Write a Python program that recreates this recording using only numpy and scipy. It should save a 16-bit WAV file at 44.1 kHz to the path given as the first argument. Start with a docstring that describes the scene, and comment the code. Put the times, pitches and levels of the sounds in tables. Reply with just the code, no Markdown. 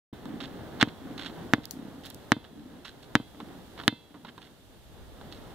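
"""A basketball is dribbled across an asphalt schoolyard towards a hand-held phone.
The sound fades in on the ring and echoes of the first bounce; five more follow, to 3.9 s. Each is a thump and slap
of filtered impulse, grit crunch and ringing air modes; a near wall and a receding school front throw it back.
Scuffs and dull pats (shaped noise) run throughout, small clicks near 2 s; traffic thins from 1 s, wind gusts near 5 s.
Distant traffic, wind and hiss are coloured noise; the gain drops on loud sounds and creeps back."""
import sys
import numpy as np
from scipy import signal
from scipy.fft import rfft, irfft
from scipy.io import wavfile
from scipy.ndimage import uniform_filter1d

SR = 44100
rng = np.random.default_rng(int(sys.argv[2]) if len(sys.argv) > 2 else 0)


def digitize_waveform(pressure):
    """Quantize a signal to 16-bit integers and store it at the path in sys.argv[1].

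    Rows of a 2-D input are taken as channels; values are limited to [-1, 1].
    """
    field = np.atleast_2d(pressure).T
    bounded = np.clip(field, -1, 1)
    quanta = np.round(bounded * 32767).astype(np.int16)
    wavfile.write(sys.argv[1], SR, quanta)


N = 244422
T = np.arange(N) / SR

# bounces: start_s, level_db, contact_hardness_hz, shell_knock_hz, knock_db, favoured_air_mode_hz
BOUNCES = [(0.0787, 4.5, 2940, 3000, -12, 3270), (0.8278, 4, 4270, 3350, -14, 3305),
           (1.5360, 5, 3840, 684, -16, 1620), (2.3197, 6.5, 6800, 920, -5.5, 3400),
           (3.1537, 4, 4600, 1000, -13, 3350), (3.8795, 5.5, 18000, 3580, 5, 2708)]
# ball on ground, squeezed-air thump near 260 Hz and rubber slap near 1.6 kHz: freq_hz, level_db
SHELL_SPECTRUM = [(30, -18.5), (112, 25), (190, 27.5), (238, 31.5), (298, 33.5), (385, 14), (455, 22),
                  (530, 16.5), (660, 19.5), (1080, 19), (1680, 24), (2600, 16), (5400, 7), (16000, -9)]
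# standing waves of the air inside the ball: freq_hz, level_db, t60_s
AIR_MODES = [(948, -8, 0.43), (1540, -7.5, 0.26), (2070, -4, 0.29), (2580, -7.5, 0.26), (2665, -18, 0.5),
             (3130, -4.5, .25), (3329, -19, 1), (3520, -12, 0.39), (3570, -4, 0.21), (3640, -15, 0.3),
             (3980, -16.5, 0.65), (4100, -8, 0.16), (4124, -15, 0.29), (4527, -18, 0.48), (5174, -26, 0.12)]
# echoes off ground, body and near wall: delay_s, level_db, lowpass_hz
NEAR_ECHOES = [(.0088, -18, 1520), (.0165, -29.5, 480), (0.0465, -16.5, 422), (.0550, -26.5, 395)]
# soles on gritty asphalt: start_s, level_db, slide_s, tilt_db_per_octave
STEPS = [(0.402, -39.5, 0.056, 1.5), (0.799, -35.5, 0.0086, -0.5), (0.809, -22, 0.0069, 0.5),
         (1.190, -40, 0.095, 2), (1.633, -46, 0.0097, 5), (2.034, -47, .075, 5.5),
         (2.440, -46.5, 0.0071, 0), (2.846, -42.5, 0.053, 3.5), (3.024, -53.5, 0.024, 6),
         (3.775, -45, 0.042, -2.5), (4.266, -47, 0.03, -1), (4.413, -50.5, 0.062, 2.5),
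         (5.315, -55, 0.065, 7.5)]
# short dull pats: palms on the ball, light footfalls, and strong school-front echoes of bounces
# at 0.256 and 4.142 s: start_s, level_db, decay_s, tilt_db_per_octave
PATS = [(0.256, -34.5, 0.0069, -2), (1.178, -31, 0.0052, 7.5), (1.297, -41, 0.0084, 2),
        (3.347, -39, 0.0045, -2.5), (3.402, -32.5, 0.0071, 0.5), (3.7992, -33.5, 0.0038, 2.5),
        (3.836, -39.5, 0.0049, 5.5), (4.142, -37.5, 0.02, -2.5), (4.2484, -31, 0.0067, 2),
        (4.379, -37, 0.0095, 0.5), (5.213, -40.5, 0.0032, 1), (5.324, -39, 0.0055, 10.5)]
# dry ticks and rustles by the microphone: start_s, level_db, decay_s, left_minus_right_db
TICKS = [(1.655, -25, 0.00063, -9.5), (1.7097, -25, 0.0013, 12), (1.714, -44.5, 0.024, 8),
         (2.055, -44, 0.016, -5), (2.102, -29, 0.00083, -6.5), (2.1456, -32.5, 0.0012, -2)]
# spectrum of gritty asphalt: freq_hz, level_db
GRIT_SPECTRUM = [(20, -79), (150, -28), (500, -5), (950, 2), (1650, 5.5), (2400, -1), (3400, 3.5),
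                 (4400, -3.5), (6000, -16.5), (11000, -30), (16000, -43.5)]
# spectrum of a pat: freq_hz, level_db
PAT_SPECTRUM = [(20, -60), (120, 2), (300, 7), (600, -1.5), (1100, 6), (1800, -6), (2600, -10.5),
                (4000, -10), (7000, -40.5), (16000, -58)]
# spectrum of a tick: freq_hz, level_db
TICK_SPECTRUM = [(500, -37), (2500, -16), (4500, 1.5), (8000, -3), (12000, -1), (16000, -3)]
# spectrum of distant traffic: freq_hz, level_db
TRAFFIC_SPECTRUM = [(20, -27.5), (60, -3.5), (130, 1.5), (260, 1), (400, -1), (560, -5), (780, -6),
                    (1050, -12), (1700, -15.5), (2500, -24.5), (3600, -24.5), (5500, -35), (9000, -47.5),
                    (16000, -35)]
# spectrum of the even hiss: freq_hz, level_db
HISS_SPECTRUM = [(100, 6), (1000, -7.5), (2400, 10), (3500, 11), (5200, 4.5), (9000, 3.5), (15000, 2.5),
                 (16000, -40)]
# spectrum of wind on the ports: freq_hz, level_db
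WIND_SPECTRUM = [(20, -7.5), (45, 2.5), (95, 3.5), (160, -15), (300, -37), (1000, -23), (16000, -83)]
# distant traffic sinks and returns: time_s, level_db
TRAFFIC_LEVEL = [(0, -43.5), (.75, -42), (1.1, -44), (3.75, -48), (4.05, -50), (4.75, -52), (5.4, -46)]
# wind on the ports, a long lull and then a gust: time_s, level_db
WIND_LEVEL = [(0, -50), (0.699, -52), (3.75, -56.5), (4.3, -61), (5.05, -45.5), (5.54, -51.5)]

# a harder contact pings the air louder and brighter, per octave above USUAL_CONTACT_HZ
USUAL_CONTACT_HZ = 5000
PING_DB, PING_DB_PER_OCTAVE, PING_TILT_DB_PER_OCTAVE = -46.5, 2.5, 2.6
# faint bright scatter of the open yard
HAZE_DB, HAZE_DECAY_S, HAZE_TILT_DB_PER_OCTAVE = -57, 0.054, 2.5
# school front: delay and level at time 0; walking away makes it later and weaker
FAR_ECHO_S, FAR_ECHO_DB, FAR_FADE_DB_PER_S = 0.179, -20.5, 3
WALK_M_PER_S, SOUND_M_PER_S = 2.15, 343
# a step bites (heel), eases as the sole slides, lets go
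STEP_ATTACK_S, HEEL_DB, HEEL_DECAY_S = 0.004, 5.5, 0.0082
STEP_EASE_DB_PER_S, STEP_RELEASE_S = 71, 0.01
START_S, FADE_IN_S, TOP_HZ = 0.1274, 0.0045, 15600
GAIN_RECOVERY_DB_PER_S = 3.8


def ball(knock_width=0.42, crunch_db=-24, crunch_decay_s=0.0064, crunch_tilt_db_per_octave=-3.0,
         uneven_db=2, favour_db=10, favour_width_hz=60, far_side_db=-13):
    """The shell flattens with a spike and thumps; grit crunches, the inner air pings, walls answer."""
    out = np.zeros((2, N))
    t = T[:int(.7 * SR)]
    mode_hz, mode_db, t60_s = np.transpose(AIR_MODES)
    for start_s, level_db, contact_hz, knock_hz, knock_db, favoured_hz in BOUNCES:
        # each landing spot knocks at its own pitch and shares the blow differently among the air modes
        thump = -undb(level_db) * lowpass(impulse(SHELL_SPECTRUM), contact_hz)
        thump = thump + undb(knock_db) * resonance(thump, knock_hz, knock_width * knock_hz)
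        favour = np.exp(-((mode_hz - favoured_hz) / favour_width_hz) ** 2)
        share_db = favour_db * favour + uneven_db * rng.standard_normal(len(AIR_MODES))

        hardness_octaves = np.log2(contact_hz / USUAL_CONTACT_HZ)
        modes = zip(mode_hz, mode_db + share_db, t60_s)
        ping = undb(PING_DB) * ring(modes, t, PING_TILT_DB_PER_OCTAVE * hardness_octaves)
        haze = colour(rng.standard_normal((2, len(t))), GRIT_SPECTRUM, HAZE_TILT_DB_PER_OCTAVE)
        haze = undb(HAZE_DB) * haze * np.exp(-t / HAZE_DECAY_S)
        crunch = [colour(grit(t), GRIT_SPECTRUM, crunch_tilt_db_per_octave) for port in range(2)]
        crunch = undb(crunch_db) * np.array(crunch) * np.exp(-t / crunch_decay_s)
        tail = undb(PING_DB_PER_OCTAVE * hardness_octaves) * (ping + haze)
        add(out, start_s, thump)
        add(out, start_s, undb(level_db) * (tail + crunch))

        for delay_s, echo_db, dull_hz in NEAR_ECHOES:
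            add(out, start_s + delay_s, undb(echo_db) * lowpass(thump, dull_hz))
        far_s = FAR_ECHO_S + 2 * WALK_M_PER_S * start_s / SOUND_M_PER_S
        far_side = np.array([[1], [-1]]) * facade(thump)
        far = facade(thump) + undb(far_side_db) * far_side
        add(out, start_s + far_s, undb(FAR_ECHO_DB - FAR_FADE_DB_PER_S * start_s) * far)
    return out


def facade(thump, swell_s=0.037, decay_s=0.17, first_db=-2, dull_hz=380, bright_db=-22):
    """The stepped school front: one first echo, then a swarm from bays and windows, mostly bass."""
    t = T[:int(.7 * SR)]
    swarm = rng.standard_normal(len(t)) * (rng.random(len(t)) < 300 / SR)  # about 300 echoes per s
    swarm *= np.minimum(t / swell_s, 1) * np.exp(-np.maximum(t - swell_s, 0) / decay_s)
    swarm *= 3 / np.sqrt(np.sum(swarm ** 2))
    swarm[0] += undb(first_db)
    bass = signal.sosfilt(signal.butter(2, [150, dull_hz], "band", fs=SR, output="sos"), thump)
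    return signal.fftconvolve(swarm, bass + undb(bright_db) * thump)


def shoes(patchy_db=3, spurt_db=1.5, wall_s=0.073, wall_db=-25):
    """Grit cracks under a sole in uneven spurts: the heel bites, the slide eases, the foot lets go."""
    out = np.zeros(N)
    t = T[:SR // 4]
    pressure_db = HEEL_DB * np.exp(-t / HEEL_DECAY_S) - STEP_EASE_DB_PER_S * t
    pressure = np.minimum(t / STEP_ATTACK_S, 1) * undb(pressure_db)
    for start_s, level_db, slide_s, tilt_db_per_octave in STEPS:
        release = np.exp(-np.maximum(t - slide_s, 0) / STEP_RELEASE_S)
        scuff = colour(grit(t), GRIT_SPECTRUM, tilt_db_per_octave)
        add(out, start_s, undb(level_db) * pressure * release * scuff)
    out *= undb(patchy_db * walk(400) + spurt_db * walk(90))
    add(out, wall_s, undb(wall_db) * out)
    return out


def pats(ping_db=-24):
    """Short dull pats of palms, footfalls and two far bounce echoes: decaying noise and faint air modes."""
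    out = np.zeros(N)
    t = T[:SR // 4]
    for start_s, level_db, decay_s, tilt_db_per_octave in PATS:
        pat = colour(rng.standard_normal(len(t)), PAT_SPECTRUM, tilt_db_per_octave)
        pat = pat * np.exp(-t / decay_s)
        ping = ring(AIR_MODES, t) / np.sqrt(len(AIR_MODES))
        add(out, start_s, undb(level_db) * (pat + undb(ping_db) * ping))
    return out


def ticks():
    """Bright decaying noise clicks, each nearer to one port."""
    out = np.zeros((2, N))
    t = T[:SR // 10]
    for start_s, level_db, decay_s, pan_db in TICKS:
        click = colour(rng.standard_normal((2, len(t))), TICK_SPECTRUM) * np.exp(-t / decay_s)
        port_db = level_db + np.array([[pan_db], [-pan_db]]) / 2
        add(out, start_s, click * undb(port_db))
    return out


def outdoors(side_db=-7, waver_db=1.4, gust_db=1, hiss_db=-58.5):
    """Distant traffic, wind buffeting each port on its own, and an even hiss."""
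    traffic_db = np.interp(T, *np.transpose(TRAFFIC_LEVEL))
    wind_db = np.interp(T, *np.transpose(WIND_LEVEL))
    mid, side = colour(rng.standard_normal((2, N)), TRAFFIC_SPECTRUM)
    traffic = mid + undb(side_db) * np.array([side, -side])
    traffic = traffic * undb(traffic_db + waver_db * walk(13))
    wind = colour(rng.standard_normal((2, N)), WIND_SPECTRUM) * undb(wind_db + gust_db * walk(11))
    hiss = undb(hiss_db) * colour(rng.standard_normal((2, N)), HISS_SPECTRUM)
    return traffic + wind + hiss


def impulse(points):
    """Minimum-phase response with a spectrum of (Hz, dB) points, by folding the cepstrum."""
    hz, db = np.transpose(points)
    bin_hz = np.fft.rfftfreq(8192, 1 / SR)
    gain = undb(np.interp(np.log(bin_hz + 1), np.log(hz), db))
    cepstrum = irfft(np.log(gain))
    half = len(cepstrum) // 2
    cepstrum[1:half] *= 2
    cepstrum[half + 1:] = 0
    return irfft(np.exp(rfft(cepstrum)))[:half]


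def ring(modes, t, tilt_db_per_octave=0):
    """Decaying modes struck at t = 0; the tilt turns about 2 kHz."""
    total = 0
    for hz, db, t60_s in modes:
        gain = undb(db + tilt_db_per_octave * np.log2(hz / 2000))
        total = total + gain * np.exp(-np.log(1000) * t / t60_s) * np.cos(2 * np.pi * hz * t)
    return total


def grit(t, grain_db=5.5):
    """White crackle: dense grains of uneven size."""
    grain_size = np.minimum(rng.exponential(size=len(t)), 5)
    return rng.standard_normal(len(t)) * undb(grain_db * grain_size)


def colour(x, points, tilt_db_per_octave=0):
    """Give white x a spectrum of (Hz, dB) points, tilted per octave; unit rms."""
    hz, db = np.transpose(points)
    octave = np.log2(np.fft.rfftfreq(x.shape[-1], 1 / SR) + 1)
    gain_db = np.interp(octave, np.log2(hz), db) + tilt_db_per_octave * octave
    y = irfft(rfft(x) * undb(gain_db), x.shape[-1])
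    return y / y.std()


def walk(rate_hz):
    """Random levels held 1 / rate_hz s and slewed twice; spread near 1."""
    hold = int(SR / rate_hz)
    steps = np.repeat(rng.standard_normal(N // hold + 1), hold)
    return np.sqrt(2) * uniform_filter1d(uniform_filter1d(steps, hold), hold)[:N]


def resonance(x, hz, width_hz):
    """Band-pass with gain 1 at the centre."""
    return signal.lfilter(*signal.iirpeak(hz, hz / width_hz, fs=SR), x)


def lowpass(x, hz, order=2):
    """Butterworth low-pass."""
    return signal.sosfilt(signal.butter(order, min(hz, .45 * SR), fs=SR, output="sos"), x)


def undb(db):
    """Decibels to gain."""
    return 10 ** (np.asarray(db) / 20)


def add(out, start_s, x):
    """Mix x into out from start_s on."""
    i = max(int(round(start_s * SR)), 0)
    n = min(x.shape[-1], out.shape[-1] - i)
    out[..., i:i + n] += x[..., :n]


def scene(contact_pan_db=-3):
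    """The ball stays in front; shoes and pats reach the right port a little more strongly."""
    contacts = (shoes() + pats()) * undb(np.array([[1], [-1]]) * contact_pan_db / 2)
    return ball() + contacts + ticks() + outdoors()


def ports(x, low_turn=1.15, high_turn=2.12, shade=0.35, lift_db=-1.0, body_db=-13):
    """Each port has its own duct: the left shades and phase-turns narrow bands, the right lifts two."""
    left = x[0] - low_turn * resonance(x[0], hz=2453, width_hz=396)
    left = left - shade * resonance(left, hz=3930, width_hz=710)
    left = left - high_turn * resonance(left, hz=4750, width_hz=820)
    left = left - high_turn * resonance(left, hz=10100, width_hz=820)
    lift = undb(lift_db) * resonance(x[1], hz=3690, width_hz=1200)
    body = undb(body_db) * resonance(x[1], hz=1594, width_hz=640)
    return np.array([left, x[1] + lift + body])


def gain_control(x, threshold_db=-10.5):
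    """The gain drops at once on a loud sound and recovers by a few dB a second."""
    power = uniform_filter1d(np.mean(x ** 2, axis=0), size=256)
    level_db = 10 * np.log10(np.maximum(power, 1e-12))
    recovery_db = GAIN_RECOVERY_DB_PER_S * T
    held_db = np.maximum.accumulate(level_db + recovery_db) - recovery_db
    return x * undb(-np.maximum(held_db - threshold_db, 0))


def record(dry):
    """Ports, gain control, clipping of peaks, a quick fade-in at START_S and a steep low-pass."""
    fade_in = np.clip((T - START_S) / FADE_IN_S, 0, 1)
    clipped = np.clip(gain_control(ports(dry)), -.97, .97) * fade_in
    return signal.sosfilt(signal.ellip(8, .2, 70, TOP_HZ, fs=SR, output="sos"), clipped)


dry = scene()
out = record(dry)
digitize_waveform(out)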